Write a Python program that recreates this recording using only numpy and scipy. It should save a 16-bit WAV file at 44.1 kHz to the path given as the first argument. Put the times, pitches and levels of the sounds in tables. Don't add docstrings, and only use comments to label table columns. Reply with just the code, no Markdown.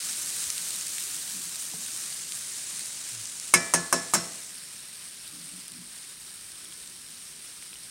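import sys
import numpy as np
from scipy import signal
from scipy.io import wavfile
from scipy.ndimage import uniform_filter1d

SR = 44100
rng = np.random.default_rng(int(sys.argv[2]) if len(sys.argv) > 2 else 0)


def store_pcm(level_fs):
    pcm = np.round(np.clip(level_fs, -1, 1) * 32767).astype(np.int16)
    wavfile.write(sys.argv[1], SR, np.atleast_2d(pcm).T)


def convert_level_to_amplitude(level_db):
    exponent = np.asarray(level_db, float) / 20
    return 10 ** exponent


N = 348390
TIME = np.arange(N) / SR

# [t/s, level/dB]
FRYING_LEVEL = [(0, -34.5), (.54, -35), (.8, -36.5), (1.36, -37.5), (1.6, -38.5), (2.0, -38.5),
                (2.4, -38.5), (2.8, -38.5), (3.5, -41), (4.4, -43), (5.0, -44), (5.7, -44.5), (6.2, -45),
                (7.9, -45)]
# [f/Hz, level per Hz/dB]
FIZZ_COLOUR = [(290, -55), (500, -20), (562, -14), (659, -14.5), (708, -17.5), (1020, -13.5), (1090, -11.5),
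               (1530, -8.5), (4730, -6), (7100, -3.5), (8090, -1.5), (8960, -1), (11800, -15), (15100, -23),
               (16000, -20)]
# [level when near/dB, share of the fading it follows]
FIZZ_ZONES = [(11.5, 0.82), (14.5, 0.97), (15, 1), (16, 1.01), (18.5, 0.59)]
# [f/Hz, level per Hz/dB]
HUM_COLOUR = [(18, -34), (30, -8.5), (52, -18), (86, -6.5), (178, 0), (276, -6), (337, -3.5), (394, -7.5),
              (509, -13.5), (563, -14.5), (900, -25.5), (1170, -48), (1980, -120)]
# [level at rest/dB, swell/dB, centre t/s, width/s]
DRONE_SWELL = (-76.5, 5, 6.9, 1.5)
# [t/s, peak level/dB, wet part level/dB]
FAT_SPITS = [(0.1301, -18, -28), (0.184, -20, -15), (0.5025, -8, -15), (0.5804, -13.5, -17),
             (0.6784, -25, -19), (0.7064, -13, -19), (0.7417, -22, -17), (0.7633, -16, -24),
             (0.7875, -15, -19), (0.8114, -17.5, -22), (0.8704, -16, -28), (0.9825, -14, -5),
             (1.2774, -19, -16), (1.2925, -20, -21), (1.558, -17, -19), (1.863, -19, -11),
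             (1.9634, -18, -19), (2.3214, -16, -19), (2.7938, -15, -26), (3.2555, -18, -24),
             (3.399, -15.5, -19), (4.5063, -26, -26), (5.2774, -22.5, -13), (5.681, -23, -27),
             (5.7195, -22, -13), (6.5184, -25, -19), (6.7244, -39, -19), (6.8753, -26, -19),
             (7.6226, -28, -11), (7.7284, -34, -19)]
# [t/s, hold/s, level/dB]
BOARD_RUBS = [
    (1.316, 0.043, -48.5),
    (1.44, 0.018, -53.5),
    (1.55, .02, -61),
    (1.7, 0.13, -54.5),
    (1.747, 0.017, -60),
    (5.313, 0.054, -46),
    (5.414, 0.013, -50),
    (5.496, 0.06, -48.5),
    (5.697, 0.1, -48),
]
# [f/Hz, width/Hz, level/dB]
BOARD_MODES = [(125, 18, -9), (183, 16, 0), (243, 22, -3), (290, 30, -9)]
# [t/s, hold/s, level/dB]
FLOOR_GROAN = (3.11, 0.076, -53)
# [t/s, level/dB, f/Hz, t60/s]
SOFT_THUMPS = [
    (0.47, -47, 80, .08),
    (1.738, -39, 780, 0.018),
    (1.74, -45, 158, 0.2),
    (1.742, -48, 443, 0.095),
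]
# [t/s, level/dB, f/Hz, t60/s]
WET_POPS = [
    (6.655, -37, 3300, .02),
    (6.725, -36, 3270, .02),
    (7.626, -34, 2280, 0.0095),
    (7.731, -37, 3250, .02),
    (7.731, -38, 2600, .015),
    (7.757, -35, 3000, .012),
    (6.837, -40, 3600, .012),
]
KNOCK_TIMES = [3.5385, 3.7376, 3.9265, 4.1366]
# [peak level/dB, clatter t60/s, chatter length/s, thud level/dB, deep push level/dB]
KNOCK_BLOWS = [
    (-3.5, 0.069, 0.0027, -6, -39),
    (-5.5, 0.079, 0.0053, -11, -43),
    (-5.5, 0.075, 0.0029, -11, -56),
    (-5.5, 0.065, 0.014, -10, -57),
]
# [f/Hz, level per Hz/dB]
CLATTER_COLOURS = [
    [(88, -26), (150, -4), (774, -14), (1060, 0.5), (1480, -10), (1660, 12), (1940, -24), (2180, -2),
     (2810, -1.5), (4410, -18.5), (5570, 0), (6140, -9), (8900, 2.5), (16000, -24)],
    [(88, -32), (150, -18), (601, -2.5), (1480, -7), (1720, -4), (3840, -18.5), (4580, -22), (6390, -1),
     (7320, -16), (8730, 1.5), (10200, -4.5), (11900, -21), (14800, -20), (16000, -30)],
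    [(88, -34), (150, -25), (637, 3), (888, -11), (1060, 1), (1340, -12), (1720, 3), (1870, -29),
     (2600, -11), (4320, -29), (5460, 0.5), (6390, -13), (8900, -2.5), (16000, -28)],
    [(88, -25), (150, -10), (475, -21), (612, -5), (1190, -10), (1390, -2.5), (1690, -5), (1830, -12),
     (2270, -12), (3700, -20), (3920, -45), (4410, -12), (7470, -4.5), (16000, -22)],
]
# [f/Hz, level per Hz/dB]
ECHO_COLOUR = [(35, -44), (60, -16), (178, 5.5), (589, -1), (672, -1.5), (735, -2), (1560, 0), (1710, -2.5),
               (3710, -6.5), (9000, 2), (12000, -52), (15600, -58), (22000, -120)]
# [f/Hz, t60/s]
ECHO_T60 = [(100, 0.47), (700, 0.83), (4000, 0.41), (13000, 0.68)]
HOB_NOTES = [88, 173, 205, 254, 340, 358, 490, 672]
WALL_NOTES = [1055, 1103, 1303, 1724, 1895, 2024, 2184, 2338, 2587]
RIM_NOTES = [4043, 4247, 5060, 5297, 5465, 5608, 6464, 7348, 8978]
# [t60/s, level in knock 1, 2, 3, 4/dB]
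HOB_RINGING = [(0.32, -33, -34, -38, -36), (0.24, -24, -20, -22.5, -22), (0.093, -39, -41, -24, -12),
               (0.17, -33.5, -23, -21, -47), (0.26, -36, -31.5, -30, -26.5), (0.15, -17, -22, -22.5, -24),
               (0.34, -37, -39, -36, -40), (0.48, -33, -37, -34.5, -35)]
WALL_RINGING = [(0.3, -40, -41, -39, -41), (0.47, -38, -36, -39, -39), (0.43, -34, -45, -40, -40),
                (0.45, -24.5, -26.5, -29.5, -42), (0.69, -38, -54, -53, -52), (0.6, -35, -43, -45, -43),
                (0.054, -5.5, -43, -26, -21.5), (0.67, -31, -77, -58, -57), (0.12, -25, -33, -33, -44)]
RIM_RINGING = [(0.17, -31, -48, -39, -34), (0.6, -52, -44, -57, -44), (0.17, -25, -33, -40, -36),
               (0.4, -37, -40, -37, -39), (0.39, -35, -42, -35, -30), (0.31, -32, -33, -36, -35),
               (0.16, -24, -24, -31, -28), (0.14, -27, -36, -29, -23), (0.058, -14, -25, -34, -19)]

NEAR_DB = -36
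TURN_S, TURN_LOSS_DB = 4.5, 5
OFF_AXIS_S, OFF_AXIS_DB = (1.35, 3.3), 6
FLOOR_DB, FLOOR_FOLLOWS = -58, 0.48
SPIT_HZ, SPIT_SPREAD_HZ = 8600, 430
SPIT_TOP_HZ, SPIT_TRIM_DB = 11500, -1.5
CLICK_DECAY_S = .0006
CREAK_ATTACK_S, CREAK_T60_S = 0.012, 0.23
GROAN_ATTACK_S, GROAN_T60_S = 0.023, 0.24
GROAN_HZ, GROAN_DROP_HZ, GROAN_SAG_S = 104, 27, 0.05
POP_SHORTEN, POP_LIFT_DB = .5, 2.0
# (detune share, dB) for hob and wall, and for the crowded rim
TWIN, RIM_TWINS = (.008, -13), (.016, -5)


def rms_one(x):
    return x / np.sqrt(np.mean(x ** 2) + 1e-20)


def at_hz(points, hz):
    f, values = np.transpose(points)
    return np.interp(np.log(hz), np.log(f), values)


def cut(x, hz, kind, order=2):
    return signal.sosfilt(signal.butter(order, hz, kind, fs=SR, output="sos"), x)


def bands(edges, order=2):
    return [(np.sqrt(low * high), signal.butter(order, [low, high], "band", fs=SR, output="sos"))
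            for low, high in zip(edges, edges[1:])]


def drift(rate):
    r = np.exp(-80 * np.pi * rate / SR)
    slow = signal.lfilter([1], [1, -2 * r, r * r], rng.standard_normal(N // 40 + 2002))
    slow = slow[2000:]
    return np.interp(np.arange(N) / 40, np.arange(len(slow)), rms_one(slow))


def ring(clicks, hz, t60):
    r, w = convert_level_to_amplitude(-60 / (t60 * SR)), 2 * np.pi * hz / SR
    return signal.lfilter([0, np.sin(w)], [1, -2 * r * np.cos(w), r * r], clicks + 1e-18)


def stroke(s, hold, db, attack, t60):
    release_s = np.maximum(TIME - s - attack - hold, 0)
    return np.clip((TIME - s) / attack, 0, 1) * convert_level_to_amplitude(db - 60 * release_s / t60)


def fading():
    return np.interp(TIME, *np.transpose(FRYING_LEVEL)) - NEAR_DB


def bursts(per_s, spread_db):
    sizes = convert_level_to_amplitude(spread_db * np.minimum(rng.exponential(1, N), 4.6)) * rng.choice([-1, 1], N)
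    return rms_one(sizes * (rng.random(N) < per_s / SR))


def sizzle():
    fade_db = fading()
    zones = [db + follows * fade_db for db, follows in FIZZ_ZONES]
    zones[2] = zones[2] - TURN_LOSS_DB * np.clip((TIME - TURN_S) / 0.017, 0, 1)
    zones[4] = zones[4] - np.interp(TIME, OFF_AXIS_S, [0, OFF_AXIS_DB])
    crackle = bursts(900 * convert_level_to_amplitude(3.0 * drift(8.2)), spread_db=4.0)
    hiss = [bursts(12000, spread_db=3.5) for k in range(2)]
    together, out = drift(10.7), 0
    edges = np.r_[np.geomspace(480, 3600, 10), np.arange(4340, 11100, 740),
                  12200, 13400, 14600, 15400, 17000]
    for k, (hz, band) in enumerate(bands(edges, order=4)):
        level_db = zones[np.searchsorted([3600, 5820, 8040, 11000], hz)]
        if hz < 5820:
            level_db = zones[0] + np.interp(hz, [3100, 4000], [0, 1]) * (zones[1] - zones[0])
        share = np.interp(np.log(hz), np.log([500, 3000, 9000, 15000]), [.15, 0.3, 0.45, 0.5])
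        share = share * convert_level_to_amplitude(.25 * fade_db)
        grains = signal.sosfilt(band, hiss[k % 2] + share * crackle)
        wander_db = .5 * together + 1.03 * drift(25)
        out = out + grains * convert_level_to_amplitude(at_hz(FIZZ_COLOUR, hz) + level_db + wander_db)
    return convert_level_to_amplitude(-41.5) * out


def room_floor():
    white = rng.standard_normal((3, N))
    hum = 0
    for k, (hz, band) in enumerate(bands(np.geomspace(45, 900, 16))):
        hum = hum + convert_level_to_amplitude(at_hz(HUM_COLOUR, hz) + 1.34 * drift(5.5)) * signal.sosfilt(band, white[k % 2])
    drone = rms_one(cut(white[2], [36, 60], "band"))
    rest_db, swell_db, s, width = DRONE_SWELL
    drone_db = rest_db + swell_db * np.exp(-((TIME - s) / width) ** 2)
    return convert_level_to_amplitude(FLOOR_DB + FLOOR_FOLLOWS * fading()) * rms_one(hum) + convert_level_to_amplitude(drone_db) * drone


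def spits():
    out, t = np.zeros(N), np.arange(400) / SR
    click_decay = np.exp(-t / CLICK_DECAY_S)
    for s, db, wet_db in FAT_SPITS:
        hz = SPIT_HZ + SPIT_SPREAD_HZ * rng.standard_normal()
        crack, splash = rng.standard_normal((2, 400))
        snap = 1.13 * cut(crack * click_decay, 10200, "low", order=4)
        snap = snap + np.sin(2 * np.pi * hz * t) * np.exp(-t * hz / 2.7)
        if s > TURN_S:
            snap = snap - (1 - convert_level_to_amplitude(-TURN_LOSS_DB - 10.0)) * cut(snap, [5500, 8000], "band", order=1)
        wet = convert_level_to_amplitude(wet_db + 5.5) * cut(splash * click_decay, [2000, 4200], "band")
        spit = cut(cut(snap, 5000, "high"), SPIT_TOP_HZ, "low") + wet
        at = round(s * SR)
        out[at:at + 400] += convert_level_to_amplitude(db + SPIT_TRIM_DB) * spit / np.abs(spit).max()
    return out


def floorboards():
    rubbing = sum(stroke(*row, CREAK_ATTACK_S, CREAK_T60_S) for row in BOARD_RUBS)
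    slips = bursts(900, spread_db=-2.5) * rubbing
    wood = sum(convert_level_to_amplitude(db) * np.sqrt(width) * ring(slips, hz, 2.5 / width) for hz, width, db in BOARD_MODES)
    out = convert_level_to_amplitude(-42) * cut(wood, [135, 330], "band", order=4)
    groan_hz = GROAN_HZ + GROAN_DROP_HZ * np.exp(-np.maximum(TIME - FLOOR_GROAN[0], 0) / GROAN_SAG_S)
    groan = stroke(*FLOOR_GROAN, GROAN_ATTACK_S, GROAN_T60_S) * np.sin(2 * np.pi * np.cumsum(groan_hz) / SR)
    out = out + np.sqrt(2) * groan
    pops = [(s, db + POP_LIFT_DB, hz, POP_SHORTEN * t60) for s, db, hz, t60 in WET_POPS]
    for s, db, hz, t60 in list(SOFT_THUMPS) + pops:
        click = 1. * (np.arange(N) == round(s * SR))
        out = out + convert_level_to_amplitude(db) * ring(click, hz, t60)
    return out


def twinned(blow, hz, t60):
    on_rim = hz in RIM_NOTES
    detune, db = RIM_TWINS if on_rim else TWIN
    low, high, sign = rng.uniform([-1, .3, -1], [-.3, 1, 1])
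    twins = ring(blow, hz * (1 + detune * low), t60)
    if on_rim:
        twins = twins + ring(blow, hz * (1 + detune * high), t60)
    return ring(blow, hz, t60) + np.sign(sign) * convert_level_to_amplitude(db) * twins


def knocks():
    out, size = np.zeros(N), round(.5 * SR)
    t = TIME[:size]
    blow = 1. * (t == 0)
    bank = bands(np.geomspace(110, 16500, 36))
    notes_hz = list(HOB_NOTES) + list(WALL_NOTES) + list(RIM_NOTES)
    ringing = list(HOB_RINGING) + list(WALL_RINGING) + list(RIM_RINGING)
    for k, (s, (db, clatter_t60, chatter, thud_db, push_db)) in enumerate(zip(KNOCK_TIMES, KNOCK_BLOWS)):
        white, knock = rng.standard_normal((2, size)), np.zeros(size)
        early = convert_level_to_amplitude(-60 * np.maximum(t - chatter, 0) / max(clatter_t60, .02)) + convert_level_to_amplitude(8.5 - 60 * t / 0.0043)
        for j, (hz, band) in enumerate(bank):
            clatter = convert_level_to_amplitude(at_hz(CLATTER_COLOURS[k], hz) - 4.5) * early
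            echo = convert_level_to_amplitude(at_hz(ECHO_COLOUR, hz) - 19.5 - 60 * t / at_hz(ECHO_T60, hz))
            echo = echo * (1 - np.exp(-t / 0.012))
            knock += convert_level_to_amplitude(db) * signal.sosfilt(band, white[j % 2] * (clatter + echo))
        until = KNOCK_TIMES[k + 1] - s if k < 3 else 1.
        damped = convert_level_to_amplitude(-60 * np.maximum(t - until, 0) / 0.088)
        for hz, (t60, *strength_db) in zip(notes_hz, ringing):
            swell = 1 - np.exp(-t * hz / 7.3)
            knock += convert_level_to_amplitude(strength_db[k]) * swell * damped * twinned(blow, hz, t60)
        thud = convert_level_to_amplitude(thud_db) * ring(blow, 1160, 0.012)
        push = convert_level_to_amplitude(push_db) * ring(blow, 60, 0.074)
        at = round(s * SR)
        out[at:at + size] += cut(knock + thud, 79, "high", order=4) + cut(push, 41, "high", order=4)
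    return out


def scene():
    return np.tile(sizzle() + room_floor() + spits() + floorboards() + knocks(), (2, 1))


def band_limit(x):
    return signal.sosfilt(signal.butter(12, 16780, fs=SR, output="sos"), x)


def record(dry):
    heard = np.clip(cut(dry, 39, "high", order=4), -1, 1)
    steep = signal.ellip(12, .3, 70, 15850, fs=SR, output="sos")
    below = signal.sosfilt(steep, heard)
    above = cut(heard, [15900, 16500], "band", order=4)
    loud = uniform_filter1d(np.abs(heard), size=256) > .12
    kept = cut(above * loud, [15800, 16600], "band", order=4)
    return band_limit(below + convert_level_to_amplitude(-11) * kept)


dry = scene()
out = record(dry)
store_pcm(out)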